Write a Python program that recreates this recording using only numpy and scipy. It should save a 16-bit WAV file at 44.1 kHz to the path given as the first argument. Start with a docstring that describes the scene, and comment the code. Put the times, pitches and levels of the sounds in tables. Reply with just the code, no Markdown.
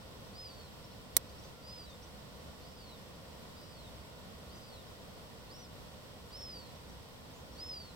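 """A young gull begs beside shallow water: eight thin whistles that rise quickly and sink slowly.
A membrane in its syrinx oscillates almost sinusoidally, so the tone is nearly pure; in the weak calls
the other side of the syrinx adds a second tone. Other birds chip far off, and stems and banks scatter
the voices. Something hard clicks once next to the microphone, an impulse exciting damped resonances.
A steady distant rumble and a soft hiss lie underneath."""
import sys
import numpy as np
from scipy import signal
from scipy.fft import rfft, irfft
from scipy.io import wavfile
from scipy.ndimage import uniform_filter1d

SR = 44100
rng = np.random.default_rng(int(sys.argv[2]) if len(sys.argv) > 2 else 0)


def write(x):
    x = np.atleast_2d(x).T
    wavfile.write(sys.argv[1], SR, np.round(np.clip(x, -1, 1) * 32767).astype(np.int16))


N = 350595
TIME = np.arange(N) / SR
FREQS = np.maximum(np.arange(N // 2 + 1) * SR / N, 1)

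# Begging calls: start t/s, rise/s, hold/s, fall/s, start f/Hz, top f/Hz, end f/Hz,
# exponent of the fall (1 = straight), level/dB, attack/s, release/s
BEGGING_CALLS = [(.335, .075, 0.033, 0.25, 4400, 5030, 3970, 1.4, -52, 0.049, 0.22),
                 (1.62, 0.14, .005, 0.19, 4530, 5050, 4250, 0.93, -53.5, 0.059, 0.16),
                 (2.62, 0.06, .125, .19, 4120, 4760, 3420, 1, -59.5, .01, .1),
                 (3.56, 0.055, 0.097, 0.18, 4650, 4840, 3580, 1.05, -64.5, .05, .04),
                 (4.49, 0.066, .115, 0.16, 4050, 4870, 3440, 1, -62.5, .06, .06),
                 (5.501, .095, .015, 0.06, 4130, 5910, 4530, 1.7, -57.5, .003, 0.018),
                 (6.315, .088, .022, 0.28, 4400, 5390, 4020, 1.02, -50, 0.021, 0.15),
                 (7.577, 0.091, .026, .236, 4370, 5250, 4080, 1.07, -46.5, 0.017, 0.18)]
# The voice cracks and stays lower for the rest of the call: t/s, drop/Hz
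VOICE_CRACKS = [(1.858, 640), (7.705, 80.2)]
# The voice sags briefly and recovers: t/s, half length/s, drop/Hz, loss/dB
VOICE_SAGS = [(.518, .042, 328, 2.5), (1.916, 0.019, 180, 0), (5.568, .022, 260, -1)]
# Other side of the syrinx: top t/s, half length/s, top f/Hz, level/dB, loss of the main tone/dB
SPLIT_TONES = [(2.72, .065, 5380, -71, 15), (3.655, .08, 5520, -69, 2.5), (4.607, 0.044, 6200, -68.5, 5),
               (5.572, .035, 5070, -70, 1)]
# Two faint far whistles: top t/s, half length/s, top f/Hz, level/dB, bend/(Hz/s^2)
FAR_WHISTLES = [(1.585, .05, 1380, -67, 12000), (7.373, .036, 6900, -65, 650000)]
# Chips of distant birds: top t/s, top fundamental f/Hz, third harmonic level/dB, fourth harmonic level/dB
FAR_CHIPS = [(.853, 1410, -74, -61.5), (.925, 1410, -65, -69), (1.305, 1620, -66, -63),
             (1.395, 1414, -77, -61), (1.451, 1600, -64, -60), (1.913, 1590, -67, -64),
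             (2.04, 1520, -77.5, -60), (3.149, 1250, -75, -68), (4.886, 1305, -74, -66),
             (6.76, 1450, -77, -68), (6.905, 1500, -76, -67), (7.533, 1440, -76, -65),
             (7.565, 1500, -64, -66)]
# The click and its rebounds: t/s, relative level/dB
CLICK_IMPULSES = [(1.167, 0), (1.1702, -12), (1.17, -7)]
# Broad resonances of the clicking part: f/Hz, bandwidth/Hz, left gain/dB, right gain/dB
CLICK_MODES = [(350, 510, -7, 3), (1200, 340, -14, 2), (2150, 300, -7, 9), (4000, 240, 14, 9),
               (4400, 390, -13, 11), (5680, 450, 0, 13), (7140, 820, -4, 18), (9150, 1200, 13, 15.5),
               (12200, 2900, -9, 16), (15900, 1100, -6, 11.5)]
# Spectral density of the rumble and hiss: f/Hz, relative level/dB
NOISE_SPECTRUM = [(15, -11), (28, -18), (55, 0.5), (74, 1.5), (100, -2), (200, -3), (350, -12), (600, -9),
                  (1000, -14.5), (1650, -22), (2400, -21.5), (3100, -18.5), (5000, -21), (15000, -32)]
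# Narrow humps and hollows in that spectrum: f/Hz, Gaussian width/Hz, gain/dB
NOISE_HUMPS = [(486, 48, 4.5), (815, 43, -2.5), (1045, 102, 3.5), (1443, 66, 4.5), (1630, 53, -2),
               (1887, 132, 4)]
# Likeness of that noise on the left and right: f/Hz, correlation coefficient
NOISE_CORRELATION = [(30, 0.91), (100, 0.67), (250, 0.44), (600, 0.47), (1200, 0.11), (2800, -0.26),
                     (5000, -0.084), (14000, 0.043)]
# Dips in the microphone's response: f/Hz, half width/Hz, gain/dB
MICROPHONE_DIPS = [(6560, 440, -12), (10460, 800, -13)]


def young_gull(rasp_gain_db, rasp_hz, rasp_width_hz):
    """The two sides of the syrinx are separate oscillators; an undertone and noise add hoarseness."""
    wobble_hz = 20 * drift(rate_hz=17.3)
    calls = [unsteady_voice(*begging_contour(*row), wobble_hz) for row in BEGGING_CALLS]
    splits = [arch_contour(s, half_s, hz, db, bend=100000) for s, half_s, hz, db, _ in SPLIT_TONES]
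    undertones = [call * [1, .6, 1] + [0, 0, -24.5] for call in calls]  # 0.6 of the pitch, 24.5 dB down
    main = syrinx(calls, jitter=.004, flutter_db=2.0, octave_db=-26, fade_s=.008)
    second = syrinx(splits, jitter=.009, flutter_db=4.0, octave_db=-30, fade_s=.012)
    under = syrinx(undertones, jitter=.08, flutter_db=3.0, octave_db=-30, fade_s=.02)
    effort = np.abs(uniform_filter1d(main ** 2, size=1500)) ** .25  # square root of the running rms
    sputter = from_db(3 * drift(rate_hz=60))
    rasp = unit_rms(resonate(rng.standard_normal(N), rasp_hz, rasp_width_hz) * sputter)
    return main + second + under + from_db(rasp_gain_db) * effort * rasp


def begging_contour(start_s, rise_s, hold_s, fall_s, start_hz, top_hz, end_hz, bow, db,
                    attack_s, release_s):
    """Oscillation starts and stops at a threshold; pitch climbs, holds, sinks. Gives t/s, f/Hz, level/dB."""
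    threshold_db = -67
    end_s = start_s + rise_s + hold_s + fall_s
    s = TIME[(TIME >= start_s) & (TIME < end_s)]
    to_climb = np.clip(1 - (s - start_s) / rise_s, 0, 1) ** 2.4  # the rise flattens towards the top
    fallen = np.clip(1 - (end_s - s) / fall_s, 0, 1) ** bow
    effort = np.minimum(np.minimum((s - start_s) / attack_s, (end_s - s) / release_s), 1)
    hz = top_hz + (start_hz - top_hz) * to_climb + (end_hz - top_hz) * fallen
    return s, hz, threshold_db + (db - threshold_db) * effort


def unsteady_voice(s, hz, db, wobble_hz):
    """A young voice is an unsteady oscillator, and weakens while a second tone shares its airflow."""
    cracked_hz = sum(drop_hz * (s > at_s) for at_s, drop_hz in VOICE_CRACKS if at_s > s[0])
    hz = hz + np.interp(s, TIME, wobble_hz) - cracked_hz
    for at_s, half_s, drop_hz, loss_db in VOICE_SAGS:
        sag = np.exp(-((s - at_s) / half_s) ** 2)
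        hz, db = hz - drop_hz * sag, db - loss_db * sag
    for at_s, half_s, _, _, loss_db in SPLIT_TONES:
        db = db - loss_db * np.exp(-((s - at_s) / half_s) ** 2)
    return np.column_stack([s, hz, db])


def arch_contour(top_s, half_s, top_hz, db, bend):
    """Parabolic frequency modulation at constant level. Gives rows of t/s, f/Hz, level/dB."""
    s = TIME[np.abs(TIME - top_s) < half_s]
    return np.column_stack([s, top_hz - bend * (s - top_s) ** 2, np.full(len(s), db)])


def syrinx(contours, jitter, flutter_db, octave_db, fade_s):
    """A membrane in nearly simple harmonic motion, randomly modulated in frequency and amplitude."""
    tremble = 1 + jitter * drift(rate_hz=210)
    flutter = flutter_db * drift(rate_hz=34)
    out = np.zeros(N)
    for contour in contours:
        s, hz, db = np.transpose(contour)
        outside_s = np.maximum(s[0] - TIME, TIME - s[-1])
        on = outside_s < fade_s
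        phase = 2 * np.pi * np.cumsum(np.interp(TIME[on], s, hz) * tremble[on]) / SR
        fade = np.clip(1 - outside_s[on] / fade_s, 0, 1)
        level = from_db(np.interp(TIME[on], s, db) + flutter[on]) * fade
        out[on] += np.sqrt(2) * level * (np.sin(phase) + from_db(octave_db) * np.sin(2 * phase))
    return out


def click(gain_db, rattle_db, rattle_t60, left_lag_s):
    """Impulse excitation: a snap, two rebounds and a brief rattle drive the modes of a small stiff part."""
    force = np.zeros(N)
    for s, db in CLICK_IMPULSES:
        force[round(s * SR)] += from_db(db)
    age = TIME - CLICK_IMPULSES[0][0]
    rattle_envelope = from_db(rattle_db - 60 * np.abs(age) / rattle_t60) * (age > 0)
    force += rattle_envelope * rng.standard_normal(N)
    left, right = sum((-1) ** k * from_db([[left_db], [right_db]]) * resonate(force, hz, width)
                      for k, (hz, width, left_db, right_db) in enumerate(CLICK_MODES))
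    return from_db(gain_db) * np.array([np.roll(left, round(left_lag_s * SR)), right])


def far_birds(rise_s, sweep, fall_share):
    """Arched frequency sweeps: two whistles, and chips of which only harmonics 3 and 4 carry this far."""
    arches = [arch_contour(*row) for row in FAR_WHISTLES]
    out = syrinx(arches, jitter=.0064, flutter_db=2.0, octave_db=-30, fade_s=.006)
    tremble = 1 + .018 * drift(rate_hz=250)
    for top_s, hz, third_db, fourth_db in FAR_CHIPS:
        on = (TIME > top_s - rise_s) & (TIME < top_s + fall_share * rise_s)  # breaks off on the way down
        from_top = (TIME[on] - top_s) / rise_s
        phase = 2 * np.pi * np.cumsum(hz * (1 - sweep * from_top ** 2) * tremble[on]) / SR
        swell = np.sqrt(2) * signal.windows.tukey(len(from_top), .5)
        harmonics = from_db(third_db) * np.sin(3 * phase) + from_db(fourth_db) * np.sin(4 * phase)
        out[on] += swell * harmonics
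    return out


def reeds(x, t60, delay_s):
    """Diffuse scattering by stems and banks gives an exponential tail, different on each side."""
    t = TIME[:SR]
    tail = rng.standard_normal((2, SR)) * from_db(-60 * t / t60) * (t > delay_s)
    tail /= np.sqrt(np.sum(tail ** 2, axis=1, keepdims=True))
    return signal.fftconvolve(x[None], tail, axes=1)[:, :N]


def rumble_and_hiss(level_db, waver_db, right_db):
    """Spatial coherence falls with frequency: far rumble is alike on both sides, the hiss is diffuse."""
    mid, side = rfft(rng.standard_normal((2, N)))
    correlation = np.clip(over_hz(NOISE_CORRELATION), -1, 1)
    pair = np.sqrt(1 + correlation) * mid + np.sqrt(1 - correlation) * side * [[1], [-1]]
    humps_db = sum(db * np.exp(-.5 * ((FREQS - hz) / width) ** 2) for hz, width, db in NOISE_HUMPS)
    noise = unit_rms(irfft(pair * from_db(over_hz(NOISE_SPECTRUM) + humps_db), N))
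    balance = from_db([[-right_db / 2], [right_db / 2]])
    return noise * from_db(level_db + waver_db * drift(rate_hz=3.1)) * balance


def place(x, right_db, left_lag_ms):
    """Time and level cues give direction: a source on the right reaches the left later and weaker."""
    left = irfft(rfft(x) * np.exp(-2j * np.pi * FREQS * left_lag_ms / 1000), N)
    return np.array([left * from_db(-right_db / 2), x * from_db(right_db / 2)])


def resonate(x, hz, width):
    """A damped two-pole resonator with unit gain at its peak."""
    r = np.exp(-np.pi * width / SR)
    feedback = [1, -2 * r * np.cos(2 * np.pi * hz / SR), r * r]
    return signal.lfilter(np.array([1, 0, -1]) * (1 - r * r) / 2, feedback, x + 1e-18)


def drift(rate_hz):
    """Low-pass noise of unit rms wavers at up to about the given rate."""
    return unit_rms(irfft(rfft(rng.standard_normal(N)) / (1 + (FREQS / rate_hz) ** 2), N))


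def over_hz(points):
    """Interpolation of (f/Hz, value) points on a logarithmic frequency axis."""
    hz, value = np.transpose(points)
    return np.interp(np.log(FREQS), np.log(hz), value)


def from_db(db):
    """Amplitude ratio: tenfold for every 20 dB."""
    return 10 ** (np.asarray(db) / 20)


def unit_rms(x):
    """Normalisation to a mean square of 1."""
    return x / np.sqrt(np.mean(x ** 2) + 1e-20)


def scene():
    """Superposition: the gull slightly right, the click close by, far birds left, rumble all round."""
    gull = young_gull(rasp_gain_db=-40.5, rasp_hz=3800, rasp_width_hz=3100)
    far = far_birds(rise_s=.02, sweep=.3, fall_share=.55)
    direct = place(gull, right_db=1.5, left_lag_ms=.03) + place(far, right_db=-4.0, left_lag_ms=-.027)
    scattered = from_db(-18) * reeds(gull, t60=.59, delay_s=.0061)
    scattered += from_db(-5) * reeds(far, t60=.27, delay_s=.0076)
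    snap = click(gain_db=-1.5, rattle_db=-24.5, rattle_t60=.023, left_lag_s=.0002)
    return direct + scattered + snap + rumble_and_hiss(level_db=-50.5, waver_db=.48, right_db=1.03)


def record(dry):
    """The microphone's response has two treble notches; peaks overload and a low-pass cuts the top."""
    for hz, half_width, db in MICROPHONE_DIPS:
        dry = dry - (1 - from_db(db)) * resonate(dry, hz, 2 * half_width)
    cutoff_hz = 15850
    low_pass = signal.ellip(12, .1, 80, cutoff_hz, fs=SR, output="sos")
    return signal.sosfilt(low_pass, np.clip(dry, -1, 1))


dry = scene()
out = record(dry)
write(out)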